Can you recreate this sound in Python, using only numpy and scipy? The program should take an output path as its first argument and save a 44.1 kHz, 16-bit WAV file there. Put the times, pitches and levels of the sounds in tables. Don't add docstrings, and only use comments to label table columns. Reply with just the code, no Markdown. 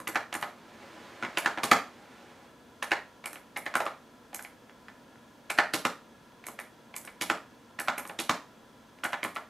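import sys
import numpy as np
from scipy import signal
from scipy.fft import rfft, irfft, next_fast_len
from scipy.io import wavfile
from scipy.ndimage import uniform_filter1d

SR = 44100
rng = np.random.default_rng(int(sys.argv[2]) if len(sys.argv) > 2 else 0)


def volts(x):
    e = np.asarray(x, float) / 20
    return 10 ** e


def wav_record(signal):
    frames = np.transpose(np.atleast_2d(signal))
    bounded = np.clip(frames, -1, 1)
    quanta = np.round(bounded * 32767).astype(np.int16)
    wavfile.write(sys.argv[1], SR, quanta)


N = 418509
LEAD = 264
CLICK_HZ, JAR_HZ = 8700, 7200


def evened(x):
    return x / np.sqrt(np.mean(x ** 2) + 1e-20)


def peaked(x):
    return x / (abs(x).max() + 1e-20)


def colour(x, points, share=1):
    size = next_fast_len(x.shape[-1])
    f, db = np.transpose(points)
    bins = np.fft.rfftfreq(size, 1 / SR)
    shape_db = np.interp(np.log(bins + 1), np.log(f + 1), db)
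    return irfft(rfft(x, size) * volts(share * shape_db), size)[..., :x.shape[-1]]


def add(mix, s, sound):
    part = mix[round(s * SR):][:len(sound)]
    part += sound[:len(part)]


# (frequency [Hz], density [dB per Hz])
AIR_COLOUR = [(18, -53), (30, -22), (124, -11.5), (199, -12.5), (233, -5.5), (426, -14.5), (461, -10),
              (866, -18), (962, -17), (1070, -25.5), (1670, -25.5), (2170, -26), (3310, -27), (16000, -42)]
# (frequency [Hz], level [dB])
AIR_SPREAD = [(60, -12), (180, -14.5), (550, -10.5), (1650, -4.5), (4970, -10.5), (15000, -11.5)]
WHISTLE_HZ = [237, 991, 1360, 1680, 3360, 6170]
# (width [Hz], level [dB])
WHISTLES = [(40.8, -63.5), (74.074, -65), (80, -68), (65, -70), (45, -76.5), (130, -81.5)]


def air():
    mid, side = colour(rng.standard_normal((2, N)), AIR_COLOUR)
    scale = volts(-57.5) / mid.std()
    mid, side = scale * mid, scale * colour(side, AIR_SPREAD)
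    t = np.arange(N) / SR
    for hz, (width, db) in zip(WHISTLE_HZ, WHISTLES):
        waver = signal.lfilter([1], [1, -np.exp(-np.pi * width / SR)], rng.standard_normal((2, N)))
        whistle = ((waver[0] + 1j * waver[1]) * np.exp(2j * np.pi * hz * t)).real
        mid = mid + volts(db) * evened(whistle)
    return mid, side


def ring(modes, spread_db, detune, damping, size=2560):
    t = np.arange(size)[:, None] / SR
    hz, db, t60 = np.transpose(modes)
    strength, shift = rng.uniform(-1, 1, (2, len(hz)))
    fade_db = db + spread_db * strength - 60 * t / (damping * t60)
    sines = np.sin(2 * np.pi * hz * (1 + detune * shift) * t)
    return peaked((volts(fade_db) * sines).sum(1))


def rattle(ms, density):
    early = np.arange(1400) - LEAD
    t = np.maximum(early, 0) / SR / (ms / 1000 + 1e-4)
    slide = 0.09 * np.exp(early / 90)
    swell = np.where(early < 0, slide, np.minimum(0.16 + 1.9 * t, 1) * np.exp(-t ** 0.68))
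    chatter = rng.standard_normal(1400) * (rng.random(1400) < density) * swell
    chatter[np.argmax(t > 0.4)] = 0.84
    return chatter


def pulse(points, hz, lift_db, octaves):
    f = abs(np.fft.fftfreq(1024, 1 / SR)) + 1
    at, db = np.transpose(points)
    hump_db = lift_db * np.exp(-(np.log2(f / hz) / octaves) ** 2)
    shape_db = np.interp(np.log(f), np.log(at), db) + hump_db
    spectrum = np.exp(np.conj(signal.hilbert(np.log(volts(shape_db)))))
    return np.fft.ifft(spectrum).real[:512]


def radiate(click, contact, rung, even):
    struck = np.pad(peaked(click), (0, len(rung) - len(click))) + rung
    z = rfft(contact, 4096) * rfft(struck, 4096)
    near = irfft(z)
    smooth = uniform_filter1d(abs(z), size=5) + 1e-9
    sent = irfft(z * (abs(rfft(click, 4096)) / smooth) ** even)
    sent *= np.exp(-np.maximum(np.arange(4096) - LEAD, 0) / 320)
    sent *= np.linalg.norm(near) / np.linalg.norm(sent)
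    return np.array([near, sent]) / abs(near).max()


# (frequency [Hz], level [dB], t60 [s])
CASE_MODES = [(786, 17.5, 0.029), (884, 1.5, 0.059), (1180, 20, 0.011), (1240, -51, 0.043),
              (1770, -45.5, 0.11), (2390, 4.5, 0.06), (2760, -2, 0.0295), (2600, -3, 0.038)]
# (frequency [Hz], level [dB], t60 [s])
DESK_MODES = [(190, -9, 0.17), (233, -9, 0.019), (306.2, 8, 0.093), (378, 5.5, 0.016), (432, -2, 0.19),
              (504, 11.5, 0.049)]
# (frequency [Hz], level [dB])
PLASTIC_COLOUR = [(150, -62), (400, -5), (700, -3), (1200, -1), (2000, -3), (2900, -14), (4000, -21),
                  (16000, -60.5)]
# (frequency [Hz], level [dB])
EDGE_COLOUR = [(1000, -53.5), (2500, 2), (3600, 3), (5000, -3), (7000, -5.5), (15000, -24.5)]


def knock(db, hz, thud_db, edge_db, ms):
    cap = (hz, 4.5, 0.03)
    rung = volts(-7) * ring(CASE_MODES + [cap], 6, 0.03, 0.65)
    plastic = np.array(PLASTIC_COLOUR) * [(hz / 1400) ** 0.22, 1]
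    body = radiate(pulse(plastic, hz, 6.4, 0.19), rattle(ms, 0.18), rung, 0.87)
    edge = radiate(pulse(EDGE_COLOUR, 6720, 1, 0.37), rattle(ms, 0.36), np.zeros(512), 1)
    push = signal.windows.hann(90)
    thud = peaked(np.convolve(ring(DESK_MODES, 1.4, 0.1, 0.56, size=3584), push))
    out = body + volts(edge_db + 1) * edge
    out[:, LEAD + 88:][:, :len(thud)] += volts(thud_db + 2) * thud
    return volts(db + 3) * out


# (frequency [Hz], level [dB], t60 [s])
SPRING_MODES = [(6850, -26, 0.0088), (8070, 1, 0.015), (8940, -43, 0.0098), (10720, 9, 0.068),
                (13000, -1, 0.005)]
# (frequency [Hz], level [dB])
STEEL_COLOUR = [(1000, -86), (4000, 4), (6500, 3.5), (9000, 7), (12500, 9.5), (14500, -5), (17000, -79)]


def snap(db, hz):
    leaf = ring(SPRING_MODES + [(hz, 0, 0.03)], 5.4, 0.22, 0.1)
    ping = volts(-10.5) * np.convolve(leaf, [1, -1])
    return volts(db + 1) * radiate(pulse(STEEL_COLOUR, hz, 5.3, 0.6), rattle(1.1, 0.54), ping, 0.28)


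# (time [s], blow [dB], cap
# ring [Hz], desk thud [dB])
BRUSHES = [(0.001, -33, 1080, -9.5), (0.087, -32, 720, -4), (0.35, -22, 1180, -13), (1.225, -24, 1400, -9),
           (1.233, -26, 1820, -9.5), (1.248, -25, 2000, -26), (1.574, -25.5, 980, -10.5),
           (1.584, -25.5, 1010, -23), (4.331, -38.5, 715, -14), (3.331, -38.5, 1730, -16),
           (3.562, -31, 2220, -24), (3.576, -36.5, 673, -7), (3.802, -24.5, 1690, -15),
           (3.804, -19, 650, -26), (4.3922, -32.5, 1560, -28), (4.6954, -43, 1620, -20),
           (4.8834, -35.5, 1790, -29), (4.888, -44, 1820, -23), (5.157, -47.5, 1350, -16),
           (6.321, -50, 1410, -17), (6.485, -32.5, 690, -12.5), (7.048, -41, 1360, -13),
           (7.518, -51, 1630, -1), (7.996, -32, 910, -6.5), (8.052, -33.5, 1180, -14),
           (8.931, -56, 1020, -7), (8.987, -47, 2660, -15), (9.248, -24.5, 1100, -8.5),
           (9.361, -26.5, 1170, -30)]
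# (time [s], snap [dB], ring [Hz])
TWANGS = [(0.0014, -39.5, 7210), (0.3538, -29, 10300), (0.423, -37, 11100), (3.245, -51, 8300),
          (3.768, -30, 12000), (3.803, -38, 7970), (6.4574, -50, 9500), (6.599, -34.5, 8950),
          (6.955, -44, 8100), (7.9744, -46, 7360), (8.0666, -45, 6730), (8.1866, -48, 7700),
          (9.347, -46, 6660)]


def brushes():
    edge_db, rattle_ms = -19, 2.4
    return [(*row, edge_db, rattle_ms) for row in BRUSHES], list(TWANGS)


# (time of touch [s], touch [dB], cap ring [Hz], click delay [ms], landing [dB])
PRESSES = [(0.072, -23, 2040, 5.5, -30), (0.3266, -25, 1790, 13.7, -32), (1.3723, -16.5, 2600, 11, -37),
           (2.825, -21.5, 1830, 4.9, -36), (3.2406, -34.5, 2230, 17.4, -27.5), (3.565, -25, 2140, 8.2, -41),
           (3.7394, -24, 1490, 14, -14.5), (4.33, -41, 2160, 15.6, -34.5), (5.5, -21, 2380, 2.9, -33.5),
           (6.4399, -37.5, 2200, 27.2, -33.5), (6.9406, -36.5, 2270, 23, -35), (7.789, -25, 1710, 9.5, -25),
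           (7.979, -27, 2200, 2.6, -39), (9.036, -23, 1580, 5.7, -21), (9.2301, -21, 2070, 9.3, -45)]


def presses():
    touch, landing = (-23.5, -12.5, 2.9), (-20.5, -20.5, 2.5)
    travel_ms, click_db = 13, -25.5
    knocks, snaps = [], []
    for s, db, hz, click_ms, landing_db in PRESSES:
        landed = s + max(travel_ms, click_ms) / 1000
        knocks += [(s, db, hz, *touch), (landed, landing_db, hz, *landing)]
        snaps += [(s + click_ms / 1000, click_db, CLICK_HZ)]
    return knocks, snaps


# (time of top stop [s], blow [dB], cap ring [Hz], spring let go before [ms], bounce [dB])
RELEASES = [(0.156, -14, 1560, 9, -50), (0.426, -21, 1270, 13.5, -28), (1.459, -12.5, 1530, 12.5, -28),
            (2.917, -13.5, 1800, 8, -48), (3.3572, -34.5, 2180, 27, -45), (3.6629, -23, 1880, 6, -55),
            (3.864, -22.5, 1200, 9, -35), (4.448, -33.5, 2100, 24, -46), (5.5863, -9.5, 1700, 9, -23),
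            (6.589, -30, 1910, -2.5, -34), (7.0751, -35, 2210, 24.5, -52), (7.883, -11.5, 1400, 8, -42),
            (8.096, -32.5, 745, 21.5, -43), (9.131, -20.5, 1680, 7.5, -30), (9.367, -26, 1310, 13, -38)]


def releases():
    unseat, top_stop, bounce = (-23, -13, 2.5), (-23.5, -18, 2.4), (-33, -21.5, 1.8)
    unseat_db, jar_db, bounce_ms = -17, -29.5, 10
    knocks, snaps = [], []
    for s, db, hz, early_ms, bounce_db in RELEASES:
        let_go = s - early_ms / 1000
        let_go_db = -42.5 + 0.37 * early_ms
        knocks += [(let_go, db + unseat_db, hz, *unseat), (s, db, hz, *top_stop)]
        knocks += [(s + bounce_ms / 1000, bounce_db, hz, *bounce)]
        snaps += [(let_go, let_go_db, 8100), (s, db + jar_db, JAR_HZ)]
    return knocks, snaps


# (time [s], level [dB])
RUBS = [
    [(0.45, -53), (0.55, -64.5), (0.814, -56), (1.006, -54.5), (1.306, -53), (1.612, -56.5), (1.7, -44)],
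    [(1.8, -53), (1.846, -62), (1.936, -61.5), (2.19, -59), (2.5, -64.5)],
    [(5.25, -97), (5.5, -76)],
]
# (frequency [Hz], density [dB per Hz])
CLOTH_COLOUR = [(59, -31), (100, -12), (196, -2), (227, -3), (452, 2), (733, -1.5), (1880, -3),
                (7050, -21.5), (15000, -36)]


def rub():
    t = np.arange(N) / SR
    drag = sum(volts(np.interp(t, *np.transpose(rows), -120, -120)) for rows in RUBS)
    patchy = evened(uniform_filter1d(rng.standard_normal(N), 600))
    friction = evened(colour(rng.standard_normal(N), CLOTH_COLOUR))
    return uniform_filter1d(drag, 2000) * volts(0.96 * patchy + 3.64) * friction


# (time [s], blow [dB], ring [Hz], far end delay [ms])
BAR_DOWN = [
    (1.633, -22, 1190, 6.7),
    (5.736, -20.5, 1440, 5.2),
    (7.211, -24, 2360, 9),
    (8.189, -26, 3200, 10.2),
]


def bar_presses():
    fall, far_end = (-8.5, -1.5, 3.9), (-12, -1.5, 3.02)
    knocks, snaps = [], []
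    for s, db, hz, ms in BAR_DOWN:
        knocks += [(s, db, hz, *fall), (s + (ms + 1.46) / 1000, db - 3, 1065, *far_end)]
        snaps += [(s, db - 7, 7300), (s + ms / 1000, -23, CLICK_HZ)]
    return knocks, snaps


# (time [s], blow [dB], ring [Hz])
BAR_UP = [
    (1.714, -6, 1230),
    (5.851, -13, 1280),
    (7.299, -14, 1270),
    (8.294, -12, 1130),
]


def bar_releases():
    rise = (-14, -10.5, 2.3)
    knocks = [(s, db, hz, *rise) for s, db, hz in BAR_UP]
    snaps = [(s, db - 19.5, JAR_HZ) for s, db, hz in BAR_UP]
    return knocks, snaps


def keyboard():
    out = np.zeros((N + LEAD, 2))
    for knocks, snaps in (brushes(), presses(), releases(), bar_presses(), bar_releases()):
        for s, db, hz, thud_db, edge_db, ms in knocks:
            hard_db = db + 17
            blow = knock(db, hz, thud_db, edge_db + 0.0062 * hard_db, ms * volts(0.22 * hard_db))
            add(out, s, blow.T)
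        for s, db, hz in snaps:
            add(out, s, snap(db, hz).T)
    return signal.sosfilt(signal.butter(3, 150, "high", fs=SR, output="sos"), out[LEAD:].T)


# (frequency [Hz], t60 [s])
ROOM_DECAY = [(150, 0.21), (500, 0.27), (1500, 0.29), (4000, 0.32), (9000, 0.26), (15000, 0.29)]
# (delay [ms], level [dB])
WALLS = [(4.3, -18), (7.8, -12), (9.6, -13), (11.5, -9), (13.0, -9), (18.0, -12), (24.0, -13)]
# (frequency [Hz], level [dB])
SOFT_COLOUR = [(150, -0.5), (600, 2), (1200, -4), (2700, -5.5), (5000, -4.5), (12000, -2.5)]
# (frequency [Hz], level [dB])
ECHO_SPREAD = [(60, -24), (300, -25), (1000, -20), (2500, -16), (5000, -9), (10000, -8), (15000, -6)]


def room(x, tail_db):
    taps = rng.standard_normal((2, SR // 2)) * (rng.random((2, SR // 2)) < 0.15)
    hz, t, z = signal.stft(taps, SR, nperseg=128)
    f, t60 = np.transpose(ROOM_DECAY)
    decay = volts(-60 * t / np.interp(hz, f, t60)[:, None])
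    tail = signal.istft(z * decay, SR, nperseg=128)[1]
    tail *= 1 - np.exp(-(np.arange(tail.shape[1]) / SR / 0.008) ** 2)
    tail *= volts(tail_db) / np.linalg.norm(tail[0])
    for ms, db in WALLS:
        at = round(ms * SR / 1000) + np.array([0, 30])
        tail[[0, 1], at] += volts(db) * rng.choice([-1, 1], 2)
    mid, side = signal.fftconvolve(colour(x, SOFT_COLOUR)[None], tail, axes=1)[:, :N]
    return mid, colour(side, ECHO_SPREAD)


# (frequency [Hz], left minus right [dB])
LEAN = [(200, 0), (1000, -.9), (2500, -1.4), (4500, -3), (15000, -2.5)]


def scene():
    hiss, hiss_side = air()
    near, sent = keyboard() + volts(-1.5) * rub()
    echo, side = room(sent, 0.16)
    left = colour(near + echo, LEAN, 1 / 2)
    right = colour(near + echo, LEAN, -1 / 2)
    return np.array([left + side + hiss + hiss_side, right - side + hiss - hiss_side])


def top_cut(x):
    return signal.sosfilt(signal.butter(12, 16470, fs=SR, output="sos"), x)


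def record(dry):
    thin = signal.sosfilt(signal.butter(1, 40, "high", fs=SR, output="sos"), dry)
    low_pass = signal.firwin(255, 15600, window=("kaiser", 5), fs=SR)
    dull = signal.oaconvolve(thin, low_pass[None], "same")
    return top_cut(dull)


dry = scene()
out = record(dry)
wav_record(out)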